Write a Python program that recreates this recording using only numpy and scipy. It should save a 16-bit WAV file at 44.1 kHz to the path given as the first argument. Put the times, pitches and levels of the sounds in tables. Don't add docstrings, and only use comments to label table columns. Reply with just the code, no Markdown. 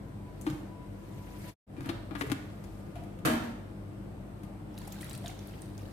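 import sys
import numpy as np
from scipy import signal
from scipy.fft import rfft, irfft
from scipy.io import wavfile
from scipy.ndimage import uniform_filter1d

SR = 44100
rng = np.random.default_rng(int(sys.argv[2]) if len(sys.argv) > 2 else 0)


def digitize_waveform(pressure):
    field = np.atleast_2d(pressure).T
    bounded = np.clip(field, -1, 1)
    quanta = np.round(bounded * 32767).astype(np.int16)
    wavfile.write(sys.argv[1], SR, quanta)


N = 261072

# [f/Hz, relative level/dB per Hz]
ROOM_COLOUR = [(36, -49), (44, 0), (70, -17.5), (90, -2), (130, -3), (160, -5.5), (260, -12), (320, -6.5),
               (390, -16), (600, -16), (1250, -27.5), (1800, -31.5), (5200, -45.5), (7000, -48),
               (8400, -41.5), (9800, -48.5), (12000, -45), (15200, -55.5), (15800, -75)]
ROOM_DB = -45
# [f/Hz, correlation -1..1]
MIC_LIKENESS = [(60, 0.99), (180, 0.86), (550, 0.37), (1650, -0.2), (4970, 0.0066), (15000, -0.096)]
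# [f/Hz, level difference/dB]
MIC_LEAN = [(60, -2), (300, 5.5), (1000, 1.5), (4000, 1.6), (15000, 1.7)]
# [f/Hz, rms level/dB]
HUM_TONES = [(49.0, -53), (196.0, -56), (100.07, -50.5), (200.2, -53.5), (300.3, -59)]
# [t/s, level/dB ahead of its wobble]
WHINE_LEVEL = [(0, -89), (.09, -68), (.178, -75), (.288, -58.5), (.356, -68), (.375, -85), (.41, -62),
               (.45, -80), (.63, -80), (.68, -61.5), (.842, -55), (.9, -76), (1.1, -70), (1.21, -59),
               (1.24, -68), (1.372, -56), (1.406, -82), (1.49, -53.5), (1.53, -70)]
# [t/s, rms level/dB]
FAINT_LEVEL = [(2.3, -85), (2.6, -67), (3.1, -73), (4.2, -79), (5.92, -78)]
WHINE_HZ, FAINT_HZ = 987, 1211
# [t/s, rms level/dB]
RUSTLE_STRETCHES = [
    [(0, -84), (.28, -78), (.5, -57.5), (.8, -80), (.93, -72), (1.1, -64), (1.38, -59.5), (1.45, -52.5),
     (1.54, -51.5)],
    [(1.79, -84), (1.83, -59), (1.95, -75), (2.15, -71), (2.2, -49), (2.26, -58), (2.32, -68), (2.78, -67),
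     (3.2, -77)],
]
# [f/Hz, relative level/dB per Hz]
RUSTLE_COLOUR = [(500, -29), (800, -13), (2000, -6), (3000, -10.5), (6000, -14), (8500, -15.5),
                 (12500, -13.5), (15200, -18), (15800, -44)]

# [t/s, crack drive level/dB, treble lift/dB, contact length/s, clack f/Hz, thud level/dB, thud f/Hz,
# left over right/dB, room level/dB]
KNOCK_EVENTS = [(0.412, -57.5, 20.5, 0.0031, 7750, -58, 195, 6, -3.5),
                (.465, -37, -4.5, 0.0064, 920, -22.5, 307, 6, -3),
                (.499, -44, -8, 0.0035, 4100, -32.5, 132, 6, -10),
                (.501, -46.5, 9.5, 0.0011, 7000, -48, 200, -10, -4),
                (.526, -56, -6, 0.0025, 1100, -30, 111, 1, -11),
                (1.766, -56, -4, 0.0037, 2500, -62, 201, 11, 7),
                (1.779, -68, 3, 0.0018, 9000, -38, 312, 20, 10.5),
                (1.807, -44, 0.5, 0.0017, 1500, -33, 135, 9.5, -5),
                (1.844, -50, -7, 0.0094, 1500, -36.5, 98, 3, 5.5),
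                (1.859, -50.5, 1, 0.0026, 11000, -36, 273, 20, 6.5),
                (1.89, -35.5, -3, 0.0071, 3980, -32, 340, 9.5, -4.5),
                (2.109, -50.5, -11, .004, 1080, -36.5, 310, 22, 6),
                (2.151, -41.5, -7, 0.0086, 1700, -41, 293, 13.5, -3),
                (2.21, -31.5, -3, 0.0063, 2010, -32, 279, 8.5, -9),
                (2.234, -47, -5, 0.0057, 2000, -34, 414, -2, 4.5),
                (2.265, -50, 4, .004, 11000, -33, 113, 4, 0),
                (2.299, -37.5, 1, 0.0021, 2030, -29.5, 126, 5, 1.5),
                (2.317, -33, 3.5, 0.0025, 3270, -24.5, 287, 16, -5),
                (2.639, -57.5, 9, .006, 5040, -58, 223, 11, -2),
                (2.955, -55, 2, 0.0057, 2760, -68, 158, 15, 6),
                (3.037, -56, 3, .0023, 11500, -43, 184, 13, -2),
                (3.189, -56.5, 6, .003, 2500, -40, 183, 6, -9),
                (3.25, -34, 1, .0067, 1530, -39.5, 161, -17, 6.5),
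                (3.254, -32, 2, .011, 12000, -27, 316.6, 12.5, 4),
                (3.273, -29.5, -8, 0.0067, 1460, -28, 251, -3, -5),
                (3.298, -35, -14, .012, 760, -25, 234, 1, 2.5),
                (3.438, -50.5, 1.5, .0042, 13000, -39, 232, 14, 6.5),
                (4.433, -54.5, 3.5, .005, 12000, -44, 190, 10, -2)]
# [f/Hz, relative level/dB]
CRACK_COLOUR = [(80, 9), (150, 19.5), (500, 11), (1200, 15), (2500, 8.5), (4000, 3), (6000, -2.5),
                (8500, -2), (12000, -3.5), (16000, -17.5)]
# [f/Hz, relative level/dB, t60/s]
WORKTOP_MODES = [(638, 0, .22), (755, -3, .35), (819, -6, .25), (914, -6, .22), (959, -4, .25),
                 (1288, -7, .25), (1324, -10, .25), (1464, -9, .35), (1693, -9, .2), (2130, -12, .2),
                 (2400, -14, .15), (3700, -14, .1)]
CLACK_DB, CLACK_WIDTH = 6, 0.18
SWELL_S, SWELL_PER_CONTACT = 0.0033, 1.27
# [f/Hz, t60/s]
WALL_T60 = [(100, 1), (250, 0.69), (1000, 0.72), (3000, 0.69), (6000, 0.64), (10000, 0.42), (15000, 0.47)]

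OUT_S, SILENT_S, BACK_S, FULL_S = 1.495, 1.565, 1.666, 1.784
OUT_BEND, BACK_BEND = 2.8, 2.4

# [t/s, nominal peak level/dB, f/Hz]
BUBBLE_EVENTS = [(2.959, -33, 682), (3.019, -37, 683), (4.744, -44, 830), (4.778, -41, 3790),
                 (4.813, -43, 990), (4.874, -36.5, 787), (4.979, -44, 830), (5.029, -35.5, 1894),
                 (5.1063, -54, 1640), (5.1108, -39.5, 3780), (5.1377, -41.5, 4380), (5.222, -40, 568),
                 (5.243, -31, 680), (5.2599, -36.5, 3610), (5.264, -41, 590), (5.2714, -41.5, 3070),
                 (5.295, -38, 750), (5.2959, -45, 2130), (5.3926, -52, 3340), (5.5353, -52, 3000)]
BUBBLE_T60_S, SHORTER = 0.039, 0.55
RISE = 0.16
# [t/s, rms level/dB of its fizz]
STREAM_LEVEL = [(4.68, -91), (4.74, -66), (4.8, -57.5), (4.97, -58.5), (5.04, -54.5), (5.14, -53.5),
                (5.2, -63.5), (5.29, -51), (5.35, -67), (5.5, -59.5), (5.63, -62.5), (5.72, -68),
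                (5.8, -59.5), (5.92, -62.5)]
# [f/Hz, relative level/dB per Hz]
FIZZ_COLOUR = [(600, -10), (1200, -1), (2000, -1.5), (2700, -5), (3800, -3), (6900, -14), (8300, -10),
               (14500, -11.5), (16000, -35)]
# [t/s, peak level/dB of the two microphones' mean before panning, centre f/Hz, left over right/dB]
SPATTER_EVENTS = [(4.742, -52, 5500, -3), (4.778, -46, 11500, 2), (4.786, -41.5, 10700, 1),
                  (4.8747, -42.5, 7990, -7), (4.878, -41.5, 10500, 9), (4.9227, -38, 6800, .4),
                  (4.9267, -38.5, 13500, 1.1), (5.0098, -40.5, 8670, -8), (5.014, -42, 8500, -.4),
                  (5.0214, -38.5, 10100, .1), (5.0443, -41, 10500, 9), (5.096, -38, 8500, -2),
                  (5.1017, -47, 7850, -4), (5.1307, -39, 8950, 9), (5.15, -39, 8380, -9),
                  (5.1766, -39.5, 9900, 7), (5.2619, -41, 7930, -5), (5.2799, -33.5, 6500, -3),
                  (5.391, -45.5, 5880, -4), (5.4725, -42, 11200, 1), (5.6192, -41, 8700, -6),
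                  (5.7784, -44, 6105, .4)]
SPATTER_WIDTH, SPATTER_S = 0.26, 0.0029
STRAY_SPATTER_DB, STRAY_BUBBLE_DB, STRAY_SPREAD_DB = 4.5, 2, 7
EDGE_HZ = 16300


def gain_of(db):
    return 10 ** (np.asarray(db) / 20)


def evened(x):
    return x / np.sqrt(np.mean(x ** 2) + 1e-20)


def read(points, hz):
    f, value = np.transpose(points)
    return np.interp(np.log(hz + 1), np.log(f + 1), value)


def level(rows):
    s, db = np.transpose(rows)
    return gain_of(np.interp(np.arange(N) / SR, s, db, left=-150, right=-150))


def add(mix, s, sound):
    part = mix[..., round(s * SR):][..., :sound.shape[-1]]
    part += sound[..., :part.shape[-1]]


def panned(x, pan_db):
    return x * gain_of([[pan_db / 2], [-pan_db / 2]])


def wash(points, patchy_db, size):
    hop = size // 4
    hz = np.fft.rfftfreq(size, 1 / SR)
    frames = N // hop + 5
    a, b, c, d, patches = rng.standard_normal((frames, len(hz), 5)).T
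    patches = evened(uniform_filter1d(uniform_filter1d(patches, 10, 0), 10, 1))
    same = np.clip(read(MIC_LIKENESS, hz), -1, 1)[:, None]
    lean = gain_of(read(MIC_LEAN, hz) / 2)[:, None]
    left = a + 1j * b
    right = same * left + np.sqrt(1 - same ** 2) * (c + 1j * d)
    z = np.array([left * lean, right / lean])
    z *= gain_of(read(points, hz)[:, None] + patchy_db * patches)
    return evened(signal.istft(z, nperseg=size, noverlap=size - hop)[1][:, :N])


def room_noise():
    return gain_of(ROOM_DB) * wash(ROOM_COLOUR, 1.0, size=2048)


def hum():
    t = np.arange(N) / SR
    tones = 0
    for hz, db in HUM_TONES:
        tones = tones + gain_of(db) * np.sqrt(2) * np.sin(2 * np.pi * (hz * t + rng.random()))
    return tones


def narrow(width_hz):
    z = rng.standard_normal(N) + 1j * rng.standard_normal(N)
    z /= 1 + (np.fft.fftfreq(N, 1 / SR) / width_hz * 2) ** 2
    return np.fft.ifft(z) * N / np.linalg.norm(z)


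def whine():
    t = np.arange(N) / SR
    tone = ((1 + 0.25 * narrow(20)) * np.exp(2j * np.pi * WHINE_HZ * t)).real * level(WHINE_LEVEL)
    faint = (narrow(12) * np.exp(2j * np.pi * FAINT_HZ * t)).real * level(FAINT_LEVEL)
    return panned(np.sqrt(2) * (tone + faint), 2.8)


def rustle():
    return wash(RUSTLE_COLOUR, 2.6, size=256) * sum(level(rows) for rows in RUSTLE_STRETCHES)


def contact(t, length):
    u = t / max(length, .0008)
    shape = np.exp(-u) * (1 - np.exp(-u / 0.042))
    burst = rng.standard_normal(len(t)) * shape
    for _ in range(3):
        z = rfft(burst)
        burst = irfft(z / np.sqrt(uniform_filter1d(abs(z) ** 2, size=5) + 1e-12))
        power = uniform_filter1d(burst ** 2, size=41)
        burst *= shape / np.sqrt(power + 1e-12 + 0.0044 * (burst ** 2).max())
    return burst


def rattled(blow):
    at, sign = rng.random((2, 5))
    taps = np.zeros(700)
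    places = (np.sort(at) * 500 + 110).astype(int)
    taps[places] = np.sign(sign - .5) * 0.43 * gain_of(-1.5 * np.arange(5))
    taps[0] = 1
    return signal.oaconvolve(blow, taps / np.linalg.norm(taps))[:len(blow)]


def knocks():
    near, far = np.zeros((2, N)), np.zeros((2, N))
    t = np.arange(8192) / SR
    hz = np.fft.rfftfreq(len(t), 1 / SR)
    modes = np.array([gain_of(db - 60 * t / t60) * np.sin(2 * np.pi * f * t) for f, db, t60 in WORKTOP_MODES])
    modes /= np.linalg.norm(modes.sum(0))
    for s, db, treble_db, length, clack_hz, thud_db, thud_hz, pan_db, room_db in KNOCK_EVENTS:
        burst = contact(t, length)
        clack_db = CLACK_DB / (1 + ((hz - clack_hz) / (CLACK_WIDTH * clack_hz)) ** 2)
        lift_db = np.interp(hz, [4000, 6500], [0, treble_db])
        crack = irfft(rfft(burst) * gain_of(read(CRACK_COLOUR, hz) + lift_db + clack_db))
        ring = rng.uniform(.2, 1.96, len(modes)) @ modes
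        ringing = 0.49 * gain_of(room_db) * signal.fftconvolve(burst, ring)[:len(t)]
        blow = rattled(gain_of(db) * (crack + ringing))
        blow = np.array([np.roll(blow, 14), np.roll(blow, 28)])
        swell_s = SWELL_S + SWELL_PER_CONTACT * length
        swell = (t / swell_s) ** 2 * np.exp(2 - 2 * t / swell_s)
        thud = gain_of(thud_db) * swell * np.sin(2 * np.pi * thud_hz * t)
        add(near, s, panned(blow, pan_db) + panned(thud, pan_db / 2))
        add(far, s, gain_of(room_db) * (blow + 0.48 * thud))
    return near, far


def kitchen(x):
    taps = np.zeros((2, SR))
    at = np.arange(160, SR - 20, 20) + rng.integers(0, 20, (2, (SR - 161) // 20))
    np.put_along_axis(taps, at, rng.choice([-1., 1.], at.shape), 1)
    hz, t, z = signal.stft(taps, SR, nperseg=256)
    apart = np.clip(hz / 500, 0, 1)[:, None]
    z[1] = apart * z[1] + np.sqrt(1 - apart ** 2) * z[0]
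    decay = gain_of(-60 * t / read(WALL_T60, hz)[:, None])
    tail = signal.istft(z * decay, SR, nperseg=256)[1]
    return signal.fftconvolve(x, tail / np.linalg.norm(tail[0]), axes=1)[:, :N]


def strays(count, lo_hz, hi_hz, over_db):
    when, size, pitch, side = rng.random((count, 4)).T
    times, dbs = np.transpose(STREAM_LEVEL)
    s = times[0] + when * (times[-1] - times[0])
    db = np.interp(s, times, dbs) + over_db + STRAY_SPREAD_DB * (size - .5)
    return np.transpose([s, db, lo_hz * (hi_hz / lo_hz) ** pitch, 2 * side - 1])


def chirp(hz, t60, rise):
    t = np.arange(4000) / SR
    small = min(hz / 3000, 1)
    tick = 0.11 * np.diff(rng.standard_normal(len(t) + 1)) * np.exp(-t / .0005)
    wobble = 1 + 0.78 * small * evened(uniform_filter1d(rng.standard_normal(len(t)), int(SR / hz)))
    start = 1 - np.exp(-t * hz / (0.38 + 2.0 * (1 - small)))
    tone = np.sin(2 * np.pi * hz * (t + rise * small * t ** 2 / t60))
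    return small * tick + wobble * start * tone * gain_of(-60 * t / t60)


def bubbles():
    out = np.zeros((2, N))
    small = strays(count=50, lo_hz=800, hi_hz=4280, over_db=STRAY_BUBBLE_DB)[:, :3]
    for s, db, hz in [*BUBBLE_EVENTS, *small]:
        add(out, s, gain_of(db) * chirp(hz, BUBBLE_T60_S * (1000 / hz) ** SHORTER, RISE))
    return out


def fizz():
    n = N - round(STREAM_LEVEL[0][0] * SR)
    out, t = np.zeros((2, N)), np.arange(1024) / SR
    clumps = gain_of(4.0 * evened(uniform_filter1d(rng.standard_normal(n), 500)))
    for hz in np.geomspace(550, 15000, num=40):
        cycles = rng.uniform(5.5, 17)
        envelope = np.exp(-t * hz / cycles * 2) * (1 - np.exp(-t * hz))
        grain = np.sin(2 * np.pi * hz * t * (1 + 4 * t)) * envelope
        spread_db = np.interp(hz, [3000, 7000], [3.6, 2.4])
        born = rng.random(n) < 160 * (hz / 4000) ** .9 * clumps / SR
        births = born * gain_of(spread_db * np.minimum(rng.exponential(1, n), 4))
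        sides = births * rng.uniform(-0.68, 1, (2, n))
        band = evened(signal.oaconvolve(sides, grain[None], axes=1)[:, :n])
        out[:, -n:] += band * gain_of(read(FIZZ_COLOUR, hz)) * np.sqrt(hz)
    return out / np.sqrt(np.mean(out[:, -n:] ** 2)) * level(STREAM_LEVEL)


def spatters():
    out, t = np.zeros((2, N)), np.arange(1024) / SR
    f = np.fft.rfftfreq(len(t), 1 / SR)
    small = strays(count=40, lo_hz=4000, hi_hz=12000, over_db=STRAY_SPATTER_DB) * [1, 1, 1, 7]
    for s, db, hz, pan_db in [*SPATTER_EVENTS, *small]:
        middle, side = rng.standard_normal((2, len(t))) * [[1], [.5]] * np.exp(-t / SPATTER_S)
        peak = 1 / (1 + ((f - hz) / (SPATTER_WIDTH * hz)) ** 2) ** 2
        band = (0.21 + peak) * np.clip(f / 4000, 0, 1) ** 2
        spit = irfft(rfft(middle + side * [[1], [-1]]) * band)
        add(out, s, panned(gain_of(db) * spit / abs(spit.mean(0)).max(), pan_db))
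    return out


def scene():
    floor = room_noise() + panned(hum(), .5) + whine() + rustle()
    near, far = knocks()
    water = bubbles() + fizz() + spatters()
    echoes = kitchen(far + gain_of(-5.5) * water) * gain_of([[-.4], [.8]])
    return floor + near + water + echoes


def record(dry):
    t = np.arange(N) / SR
    cut = signal.sosfilt(signal.butter(6, 41, "high", fs=SR, output="sos"), dry)
    out = np.clip((SILENT_S - t) / (SILENT_S - OUT_S), 0, 1) ** OUT_BEND
    back = 1 - np.clip((FULL_S - t) / (FULL_S - BACK_S), 0, 1) ** BACK_BEND
    lowpass = signal.firwin(511, EDGE_HZ, window=("kaiser", 9), fs=SR)
    return signal.oaconvolve(cut * (out + back), lowpass[None], "same")


dry = scene()
out = record(dry)
digitize_waveform(out)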